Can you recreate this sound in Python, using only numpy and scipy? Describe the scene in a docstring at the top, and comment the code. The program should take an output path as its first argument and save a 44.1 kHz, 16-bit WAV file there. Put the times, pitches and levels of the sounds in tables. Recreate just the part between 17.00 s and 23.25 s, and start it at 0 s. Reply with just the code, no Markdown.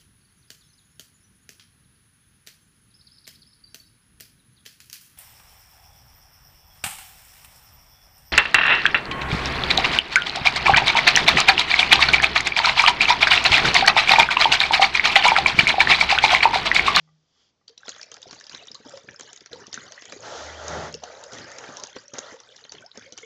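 """A faint low hum and the brush and knock of a hand on a plastic bottle lead into a pour.
Liquid then falls in glugs into a part-filled plastic basin on a tiled floor: lumps splat, air pockets gulp
and trapped bubbles ring over a churn of slosh, small bubbles and spray.
Midway it gushes and the basin drums; later the bottle cracks.
Noise is coloured for slosh, spray and bursts; bubbles are dying sines; the basin is pushed resonances."""
import sys
import numpy as np
from scipy import signal
from scipy.fft import rfft, irfft
from scipy.io import wavfile
from scipy.ndimage import uniform_filter1d

SR = 44100
rng = np.random.default_rng(int(sys.argv[2]) if len(sys.argv) > 2 else 0)


def dump(signal):
    """Clip the signal to [-1, 1] and save it as 16-bit WAV at the path in sys.argv[1]."""
    limited = np.clip(np.atleast_2d(signal).T, -1, 1)
    pcm = np.round(limited * 32767).astype(np.int16)
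    wavfile.write(sys.argv[1], SR, pcm)


N = 275625
TIME = np.arange(N) / SR


def gain_of(db):
    """Decibels to gain."""
    return 10 ** (np.asarray(db) / 20)


def evened(x):
    """Scales to rms 1."""
    return x / np.sqrt(np.mean(x ** 2) + 1e-20)


def read(points, hz):
    """Reads a table of values against frequency, on a log-frequency axis."""
    f, value = np.transpose(points)
    return np.interp(np.log(hz + 1), np.log(f), value)


def curves(rows):
    """Each column of a timed table, sample by sample."""
    s, *columns = np.transpose(rows)
    return [np.interp(TIME, s, column) for column in columns]


def add(mix, s, sound):
    """Mixes a sound in at time s."""
    part = mix[max(round(s * SR), 0):][:len(sound)]
    part += sound[:len(part)]


def coloured(x, points, size=4096):
    """Causal (minimum-phase) filter of unit energy with the given spectrum."""
    log_gain = np.log(gain_of(read(points, np.fft.rfftfreq(size, 1 / SR))))
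    cepstrum = irfft(log_gain)[:size // 2]
    # folding the cepstrum onto positive time makes the filter causal
    cepstrum[1:] *= 2
    taps = irfft(np.exp(rfft(cepstrum, size)))
    return signal.oaconvolve(x, taps / np.linalg.norm(taps))[:len(x)]


def steadied(x, span):
    """Holds the rms near 1 over spans of this many seconds, keeping the finer grain."""
    size = int(span * SR) + 1
    power = abs(uniform_filter1d(uniform_filter1d(x ** 2, size), size))
    return x / np.sqrt(power + 1e-9)


def burst(colour, decay, swell, size=4096):
    """A short turbulent burst that swells and dies; its rms is about 1 over its decay time in seconds."""
    t = np.arange(size) / SR
    envelope = np.exp(-t / decay) * (1 - np.exp(-t / swell))
    x = coloured(rng.standard_normal(size) * envelope, colour)
    return x / np.linalg.norm(x) * np.sqrt(decay * SR)


def bubble(hz, t60, rise, swell_cycles=0.85):
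    """A trapped air bubble: a dying sine whose pitch climbs as it nears the surface."""
    t = np.arange(int(t60 * SR) + 2) / SR
    envelope = np.exp(-np.log(1000) * t / t60) * (1 - np.exp(-t * hz / swell_cycles))
    return envelope * np.sin(2 * np.pi * hz * t * (1 + rise * t / t60 / 2))


# Faint hum at the start. Each row: time in seconds, level in dB.
HUM_LEVEL = [(0, -62.5), (.14, -62), (.23, -72), (.33, -98)]
# Colour of the quiet air. Each row: frequency in Hz, relative density in dB per Hz.
AIR_COLOUR = [(30, -15.5), (85, 5), (200, 0.5), (600, -5), (2000, -14.5), (6000, -11.5), (8000, -26.5)]
HUM_HZ, AIR_DB = 156.4, -75


def background():
    """Quiet air as coloured noise, and a low sine hum of faintly wavering pitch that dies away."""
    hum_db, = curves(HUM_LEVEL)
    waver = evened(uniform_filter1d(rng.standard_normal(N), size=3000))
    phase = 2 * np.pi * np.cumsum(HUM_HZ * (1 + 0.005 * waver)) / SR
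    hum = np.sqrt(2) * np.sin(phase)
    air = coloured(rng.standard_normal(N), AIR_COLOUR)
    return gain_of(AIR_DB) * air + gain_of(hum_db) * hum


# The hand sliding on the bottle as it is tipped. Each row: time in seconds, level in dB.
SLIDE_LEVEL = [(0, -71), (.12, -79.5), (.25, -78.5), (.42, -65), (.5, -72), (.57, -112), (.65, -100)]
# Colour of that slide. Each row: frequency in Hz, relative density in dB per Hz.
SLIDE_TONE = [(600, -9), (1500, -8.5), (2800, -10), (3350, 3.5), (3900, -9), (4700, -0.5), (5900, -6),
              (7300, -11), (8000, -35)]
# Light knocks of the fingers on the full bottle. Each row: start in seconds, level in dB.
FINGER_KNOCKS = [(0.076, -64.5), (.089, -61), (.362, -70), (0.613, -69.5)]
# What the bottle rings with. Each row: frequency in Hz, relative level in dB, t60 in seconds.
BOTTLE_MODES = [(817, -3, 0.061), (1184, 4, 0.038), (1960, -6, .1)]


def handling():
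    """Fingers knock the bottle into dying sine modes and slide on it as coloured noise."""
    out, t = np.zeros(N), TIME[:SR // 4]
    knock = sum(gain_of(db - 60 * t / t60) * np.sin(2 * np.pi * hz * t) for hz, db, t60 in BOTTLE_MODES)
    for s, db in FINGER_KNOCKS:
        add(out, s, gain_of(db) * knock)
    slide_db, = curves(SLIDE_LEVEL)
    return out + gain_of(slide_db) * coloured(rng.standard_normal(N), SLIDE_TONE)


# Lumps of liquid hitting the surface.
# Each row: start in seconds, slap level in dB, tick level in dB before its two offsets, ping pitch in Hz.
LUMPS = [(0.6805, -62.5, -38.5, 4320), (0.694, -65, -49, 5150), (0.7776, -60, -39.5, 3700),
         (0.8814, -35, -34, 3900), (0.8925, -44, -26.5, 6230), (0.9195, -64, -41.5, 3080),
         (0.963, -45.5, -44.5, 5300), (1.014, -46.5, -35, 4750), (1.0307, -51, -33.5, 5200),
         (1.1168, -46.5, -34.5, 6030), (1.142, -62, -36, 5800), (1.1667, -45, -42.5, 5100),
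         (1.2185, -58, -43, 6200), (1.2303, -55, -38, 4820), (1.3102, -45, -37.5, 4080),
         (1.3294, -40, -38, 5260), (1.4, -60, -39, 5630), (1.4099, -56, -41.5, 5900),
         (1.441, -57, -40.5, 4500), (1.4676, -52.5, -38.5, 4900), (1.496, -50, -34, 4500),
         (1.53, -48, -41.5, 2900), (1.548, -41, -34.5, 3820), (1.672, -52, -37, 5500),
         (1.746, -57, -36.5, 4460), (1.895, -63, -41, 6770), (1.9739, -46, -39, 4860),
         (2.196, -41, -36.5, 6800), (2.209, -43, -33.5, 6140), (2.331, -51.5, -36.5, 6400),
         (2.3622, -61, -39.5, 6100), (2.3748, -56, -43, 4880), (2.4076, -53.5, -41, 4770),
         (2.4605, -45.5, -39.5, 5500), (2.531, -44.5, -34, 3840), (2.6681, -54, -38, 5620),
         (2.7288, -43, -29.5, 4820), (2.7424, -55, -26, 5940), (2.9215, -46, -35.5, 5970),
         (3.022, -44, -37.5, 5300), (3.055, -50, -37, 6200), (3.1227, -35, -35, 5900),
         (3.6816, -49, -27.5, 6040), (3.9263, -60, -39, 6240), (3.942, -53, -27.5, 5040),
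         (4.038, -41.5, -32.5, 5810), (4.2387, -53, -35.5, 6540), (4.322, -54, -38.5, 4700),
         (4.3337, -51, -35.5, 5870), (4.385, -42, -37, 5700), (4.5168, -57, -37.5, 6070),
         (4.585, -40, -32, 5620), (4.6381, -35, -63, 3860), (4.77, -58, -29.5, 5720),
         (4.7991, -53, -37, 6000), (4.8369, -39.5, -27, 5926), (4.871, -62, -37.5, 6100),
         (4.964, -35, -41.5, 5300), (5.138, -55, -34, 6000), (5.1516, -41, -50, 3540),
         (5.1834, -37, -37, 5200), (5.402, -51, -41.5, 5560), (5.5648, -65, -40.5, 5460),
         (5.6496, -45.5, -44.5, 2960), (5.721, -45, -33, 5440), (5.7496, -43.5, -46, 2880),
         (5.9743, -63, -37.5, 5120), (6.021, -49.5, -53, 2950), (6.1239, -70, -34.5, 5630),
         (6.177, -43, -33, 5700), (6.185, -47.5, -40, 2800)]
# Colours of the slap and of all spray. Each row: frequency in Hz, relative density in dB per Hz.
SLAP_COLOUR = [(100, -21.5), (300, -1), (600, -0.5), (1000, -2), (1600, 0), (2600, -4.5), (3500, -7),
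               (6000, -41)]
SPRAY_COLOUR = [(1200, -10.5), (2200, -10.5), (3100, 4), (4200, 2.5), (5400, 3), (6500, 4.5), (7200, -3),
                (7800, -15), (9000, -31)]
# a tick is a puff of spray plus the ping of one tiny bubble pinched off by the lump (offsets in dB)
TICK_SPRAY_DB, TICK_PING_DB = -7, 8.5
# the ping's t60 in cycles, and the share by which its pitch rises within that time
PING_CYCLES, PING_RISE = 40, 0.46


def splats():
    """Each lump of liquid slaps the surface, throws a sharp tick of spray and pinches off a tiny bubble."""
    out = np.zeros(N)
    for s, slap_db, tick_db, hz in LUMPS:
        slap = burst(SLAP_COLOUR, decay=0.0039, swell=0.001)
        puff = burst(SPRAY_COLOUR, decay=0.0027, swell=0.00014)
        ping = bubble(hz, PING_CYCLES / hz, PING_RISE, swell_cycles=0.61)
        add(out, s, gain_of(slap_db) * slap)
        add(out, s, gain_of(tick_db + TICK_SPRAY_DB) * puff)
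        add(out, s, gain_of(tick_db + TICK_PING_DB) * ping)
    return out


def scatter():
    """Power of the loose drops that land just before and after each lump of liquid."""
    landings = np.zeros(N)
    for s, _, tick_db, _ in LUMPS:
        add(landings, s, gain_of([tick_db]) ** 2)
    t = np.arange(-4096, 4097) / SR
    # a quick build-up before the lump, a slower thinning after it
    around = np.where(t < 0, np.exp(-abs(t) / 0.0012), np.exp(-abs(t) / 0.0061))
    return abs(signal.oaconvolve(landings, around, "same"))


# The bottle empties in glugs.
# Each row: start in seconds, length in seconds, then low slosh, bubbling and spray levels in dB.
GLUG_EVENTS = [(0.686, 0.024, -72, -59.5, -69), (0.84, .17, -70, -54, -51.5),
               (1.106, 0.07, -67, -54.5, -71), (1.264, 0.13, -62, -57, -50.5), (1.5, 0.13, -62, -51.5, -48),
               (1.70, .06, -62, -80, -67), (1.841, .14, -58, -51, -51.5), (2.068, 0.066, -56.5, -58.5, -54),
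               (2.201, 0.1, -62, -55, -51), (2.27, 0.046, -86, -55.5, -58),
               (2.504, 0.13, -54, -49.5, -53.5), (2.717, 0.17, -55.5, -50, -50),
               (2.9, 0.16, -77, -53, -53.5), (3.071, 0.1, -57.5, -50.5, -49),
               (4.015, 0.34, -65.5, -45, -53.5), (4.317, 0.13, -47, -44.5, -46),
               (4.457, 0.37, -61, -44.5, -52), (4.61, 0.18, -57, -49.5, -52.5),
               (4.797, 0.13, -69, -53.5, -53), (4.942, .05, -55, -57.5, -48),
               (5.129, 0.21, -64, -44, -49.5), (5.48, .15, -78, -59.5, -56),
               (5.709, .11, -56.5, -55, -57.5), (5.941, 0.13, -60, -51.5, -53.5),
               (6.16, 0.11, -64.5, -58, -52)]
# A thin trickle keeps running under the glugs. Columns: low slosh, bubbling and spray in dB,
# all shifted by the trickle's own level.
TRICKLE_LAYERS_DB = (-72, -59, -58.5)
# It starts as the bottle tips and thins as it empties. 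Each row: time in seconds, level shift in dB.
TRICKLE_LEVEL = [(.72, -41), (.81, -5.5), (.95, -2), (2.4, -3), (2.5, -8), (2.6, 0), (4.98, 1.5),
                 (5.08, -1), (5.4, 0.5), (5.7, -2), (5.9, -9), (6.25, -5.5)]
# The one long gush, when air flows freely into the bottle.
# Each row: time in seconds, then low slosh, bubbling and spray levels in dB.
GUSH_LEVELS = [(3.19, -57, -54, -51), (3.25, -54, -39, -46), (3.36, -55.5, -37.5, -42.5),
               (3.45, -53.5, -39.5, -43.5), (3.56, -54.5, -43, -48.5), (3.66, -52, -37.5, -46),
               (3.72, -45, -31.5, -42), (3.79, -38, -33, -44), (3.87, -47, -36.5, -46),
               (4.0, -65, -64, -68)]
# each glug swells, sags as the bottle chokes for air, then settles
GLUG_ATTACK_S, GLUG_SAG_DB, GLUG_SETTLE_S = 0.014, -2, 0.028


def flow():
    """Levels of slosh, bubbling and spray in dB: the trickle, the glugs and the gush add in power."""
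    trickle = gain_of(curves(TRICKLE_LEVEL)[0])
    power = np.outer(gain_of(TRICKLE_LAYERS_DB), trickle) ** 2
    for start, length, *levels_db in GLUG_EVENTS:
        t = TIME[:int((length + .2) * SR)]
        swell = np.minimum(t / GLUG_ATTACK_S, 1) * gain_of(GLUG_SAG_DB * t / length)
        settle = np.exp(-np.maximum(t - length, 0) / GLUG_SETTLE_S)
        for layer, db in zip(power, levels_db):
            add(layer, start, (gain_of(db) * swell * settle) ** 2)
    gushing = (TIME > GUSH_LEVELS[0][0]) * (TIME < GUSH_LEVELS[-1][0])
    power += gain_of(curves(GUSH_LEVELS)) ** 2 * gushing
    return 10 * np.log10(power + 1e-14)


def cloud(low_hz, high_hz, per_s, spread_db, cycles, climb, count=200):
    """A swarm of bubbles of many sizes, born at random; most are faint, a few strong."""
    out = np.zeros(N)
    chance, kind = rng.random(N) * SR / per_s, rng.integers(0, count, N)
    born = np.flatnonzero(chance < 1)
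    sizes = gain_of(spread_db * np.minimum(-np.log(chance[born]), 4)) * (-1) ** born
    for k, hz in enumerate(np.linspace(low_hz, high_hz, count)):
        life, rise = rng.uniform(0.23, 2.15), rng.uniform(0, climb)
        ring = bubble(hz, life * cycles / hz, rise)
        ring = ring / np.linalg.norm(ring)
        alike = kind[born] == k
        at = born[alike, None] + np.arange(len(ring))
        np.add.at(out, np.minimum(at, N - 1).ravel(), np.outer(sizes[alike], ring).ravel())
    return evened(out)


def patchy(x, depth_db, frames=16, bins=7):
    """Bubbles of like size come in short-lived clusters, so the colour shifts from moment to moment."""
    z = signal.stft(x, SR, nperseg=256)[2]
    clusters = uniform_filter1d(rng.standard_normal(z.shape), frames, 1)
    clusters = evened(uniform_filter1d(clusters, bins, 0))
    return signal.istft(z * gain_of(depth_db * clusters), SR, nperseg=256)[1][:N]


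# Colours of the slosh, of the bubbling and of the full gush, where the bubbles merge.
# Each row: frequency in Hz, relative density in dB per Hz.
SLOSH_COLOUR = [(30, -43.5), (60, -13), (110, 2.5), (200, -2.5), (330, -1), (420, 1.5), (600, -17.5),
                (1200, -60.5)]
BUBBLING_COLOUR = [(250, -39.5), (380, -10.5), (470, 3.5), (610, -0.5), (730, -5.5), (840, -4.5),
                   (1050, -6.5), (1400, -3.5), (1900, -4.5), (2500, -15), (3300, -31), (6000, -68.5)]
ROAR_COLOUR = [(150, -39), (300, -11), (450, -8.5), (600, 3), (720, -4), (830, -1), (1020, -10.5),
               (1400, -5.5), (1900, -15), (2500, -26), (3500, -29), (6000, -43)]


def churn():
    """The stream stirs up slosh, bubbles and spray; the stronger it runs, the denser the swarm."""
    slosh_db, bubbling_db, spray_db = flow()
    crowd = np.clip(gain_of(.9 * (bubbling_db + 53)), .6, 5)
    slosh = steadied(coloured(rng.standard_normal(N), SLOSH_COLOUR), 0.063)
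    bubbling = cloud(383.2, 2716, 800 * crowd, spread_db=3.5, cycles=38, climb=0.39)
    bubbling = bubbling + gain_of(-12) * rng.standard_normal(N)
    bubbling = steadied(coloured(patchy(bubbling, depth_db=5.5), BUBBLING_COLOUR), 0.024)
    spray = cloud(2187, 7630, 900 * crowd, spread_db=5.5, cycles=67, climb=0.32)
    spray = spray + gain_of(-8.5) * rng.standard_normal(N)
    spray = steadied(coloured(patchy(spray, depth_db=3.5), SPRAY_COLOUR), 0.025)
    # in a full gush the single bubbles merge into a smooth roar and hiss
    merged = np.clip((bubbling_db + 48.0) / 12, 0, .8)
    roar = steadied(coloured(rng.standard_normal(N), ROAR_COLOUR), 0.1)
    hiss = coloured(rng.standard_normal(N), SPRAY_COLOUR)
    body = np.sqrt(1 - merged) * bubbling + np.sqrt(merged) * roar
    fizz = np.sqrt(1 - merged) * spray + np.sqrt(merged) * hiss
    # the loose drops around each lump add to the spray in power
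    spray_gain = np.hypot(gain_of(spray_db), gain_of(-11.5) * np.sqrt(scatter()))
    return gain_of(slosh_db) * slosh + gain_of(bubbling_db) * body + spray_gain * fizz


# Single bubbles that ring out. Each row: start in seconds, level in dB, pitch in Hz, t60 in seconds,
# share by which the pitch rises within t60.
RINGING_BUBBLES = [(0.695, -48.5, 448, .15, 0.18), (0.8326, -31.5, 1490, 0.014, 0.31),
                   (0.8717, -36, 3260, 0.023, 0.18), (0.9954, -31, 1510, 0.015, 0.78),
                   (1.03, -35, 2300, .022, 0.12), (1.2283, -28, 3440, 0.013, 0.4),
                   (1.2568, -35.5, 695, 0.028, 0), (1.411, -30, 1730, 0.012, 0.066),
                   (1.6836, -32, 3580, 0.03, 0.33), (1.7163, -25, 4850, .012, 0.54),
                   (1.751, -40.5, 1055, 0.049, 0.75), (1.7525, -28.5, 3880, 0.018, 0.65),
                   (1.8586, -30, 278, 0.039, 0), (1.867, -29, 530, 0.017, 0.13),
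                   (1.9369, -31.5, 547, .1, 0.047), (1.965, -37.5, 533, 0.12, .1),
                   (2.0871, -28.5, 1585, 0.027, 0.71), (2.0876, -28.5, 2140, 0.013, 0.9),
                   (2.1453, -31, 1430, 0.0081, 0.13), (2.1612, -33, 5120, 0.018, 0.14),
                   (2.5317, -28.5, 462, 0.075, 0.34), (2.615, -41, 406, 0.078, 0.03),
                   (2.743, -30.5, 1830, 0.021, 0), (2.776, -18, 1450, 0.011, .1),
                   (2.978, -31.5, 1784, 0.031, 0.65), (3.1639, -27, 385, 0.025, 0.07),
                   (3.9468, -25.5, 434, 0.051, 0.46), (4.0353, -15.5, 697, 0.012, 0),
                   (4.101, -34, 645, 0.046, 0), (4.2804, -37, 558, 0.072, .8),
                   (4.961, -31.5, 513, 0.051, 0), (5.0814, -32, 5780, .012, 0.12),
                   (5.3416, -31.5, 494, 0.042, 0.18), (5.6403, -33, 4060, 0.013, 0.092),
                   (5.6946, -30, 4590, 0.019, 0), (5.7448, -29, 425, .022, 0.13),
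                   (5.783, -34, 3100, 0.021, 0.4), (5.8237, -40.5, 1470, 0.05, 0.21),
                   (5.838, -43, 581, .14, 2.15), (5.8628, -31.5, 5050, 0.014, 0.3),
                   (5.9154, -31.5, 3660, 0.011, 0.63), (6.062, -45.5, 515, 0.19, 0.66),
                   (6.23, -36.5, 2090, 0.057, 0.37), (6.232, -36.5, 440, 0.11, 0.46)]


def plinks():
    """Single trapped bubbles ring out over the churn as dying sines."""
    out = np.zeros(N)
    for s, db, hz, t60, rise in RINGING_BUBBLES:
        add(out, s, gain_of(db) * bubble(hz, t60, rise))
    return out


# Air pockets collapsing under the stream. Each row: start in seconds, level in dB.
AIR_POCKETS = [(0.879, -47), (1.265, -47), (1.327, -47), (1.54, -46.5), (1.703, -50.5), (1.8, -50),
               (2.04, -52), (2.082, -47), (2.205, -53.5), (2.412, -52), (2.534, -52.5), (2.677, -47),
               (2.776, -43.5), (3.124, -42.5), (4.395, -44), (4.689, -41), (4.828, -46), (4.961, -42),
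               (5.133, -41), (5.182, -38), (5.321, -46), (5.973, -41.5), (6.121, -47.5)]
# Colour of a gulp. Each row: frequency in Hz, relative density in dB per Hz.
GULP_COLOUR = [(30, -22.5), (70, -11.5), (130, -1.5), (250, 4), (380, 2), (550, 1), (1000, -25),
               (3000, -72)]


def gulps():
    """Collapsing air pockets give soft low thuds, made as short bursts of dark noise."""
    out = np.zeros(N)
    for s, db in AIR_POCKETS:
        add(out, s, gain_of(db) * burst(GULP_COLOUR, decay=0.0095, swell=0.00082))
    return out


def ringing(hz, width):
    """A resonance, its width in Hz, kept ringing by random pushes."""
    pole = np.exp((2j * np.pi * hz - np.pi * width) / SR)
    pushes = rng.standard_normal(N)
    return steadied(signal.lfilter([1], np.poly([pole, pole]), pushes).real, 0.062)


# The basin drumming under the gush.
# Each row: time in seconds, level of the lowest mode in dB, level of the upper modes in dB.
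DRUMMING_LEVELS = [(3.3, -71, -74), (3.45, -49, -76.5), (3.62, -49.5, -77), (3.7, -45.5, -31.5),
                   (3.78, -43.5, -31), (3.98, -60, -40), (4.06, -67.5, -66), (4.7, -83, -72),
                   (5.2, -99, -82)]
# Upper modes of the basin. Each row: frequency in Hz, width in Hz, relative level in dB.
UPPER_MODES = [(158.2, 9.1, -14.5), (214.4, 22, -20)]


def basin():
    """The gush reaches the thin plastic bottom and sets its modes drumming."""
    lowest_db, upper_db = curves(DRUMMING_LEVELS)
    lowest = ringing(hz=76.6, width=2.4)
    upper = sum(gain_of(db) * ringing(hz, width) for hz, width, db in UPPER_MODES)
    drumming = gain_of(lowest_db) * lowest + gain_of(upper_db) * upper
    return drumming * (TIME > DRUMMING_LEVELS[0][0])


# The thin bottle wall snaps in and out with a sharp crack. Each row: start in seconds, level in dB.
WALL_SNAPS = [(5.1854, -23.5), (5.1899, -22)]
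# Colour of that crack. Each row: frequency in Hz, relative density in dB per Hz.
CRACK_COLOUR = [(300, -16), (1500, -6), (2800, -10), (4200, -5.5), (5600, 4), (6600, 5), (8000, -20)]


def cracks():
    """The plastic buckles: very short, bright snaps of noise."""
    out = np.zeros(N)
    for s, db in WALL_SNAPS:
        add(out, s, gain_of(db) * burst(CRACK_COLOUR, decay=0.00082, swell=.0001))
    return out


# The tiled space. Each row: frequency in Hz, t60 in seconds.
ROOM_DECAY = [(100, 0.043), (500, 0.073), (2000, 0.57), (7000, 0.15)]


def room(x, size=16384):
    """Dense reflections from tiles and walls, each band dying at its own speed."""
    # about 2500 random reflections per second, none in the first 4 ms
    taps = rng.standard_normal(size) * (rng.random(size) < 2500 / SR) * (TIME[:size] > .004)
    hz, t, z = signal.stft(taps, SR, nperseg=256)
    decay = gain_of(-60 * t / read(ROOM_DECAY, hz)[:, None])
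    tail = signal.istft(z * decay, SR, nperseg=256)[1]
    return signal.oaconvolve(x, tail / np.linalg.norm(tail))[:N]


def scene():
    """The pour, close by, with a little room; the basin and background stay dry."""
    pour = handling() + splats() + churn() + plinks() + gulps() + cracks()
    return (pour + gain_of(-14) * room(pour) + basin() + background())[None]


EDGE_HZ = 8150


def record(dry):
    """A narrow-band microphone with a steep upper edge, made as a low-pass filter."""
    low_pass = signal.firwin(201, EDGE_HZ, window=("kaiser", 8), fs=SR)
    return signal.oaconvolve(dry, low_pass[None], "same")


dry = scene()
out = record(dry)
dump(out)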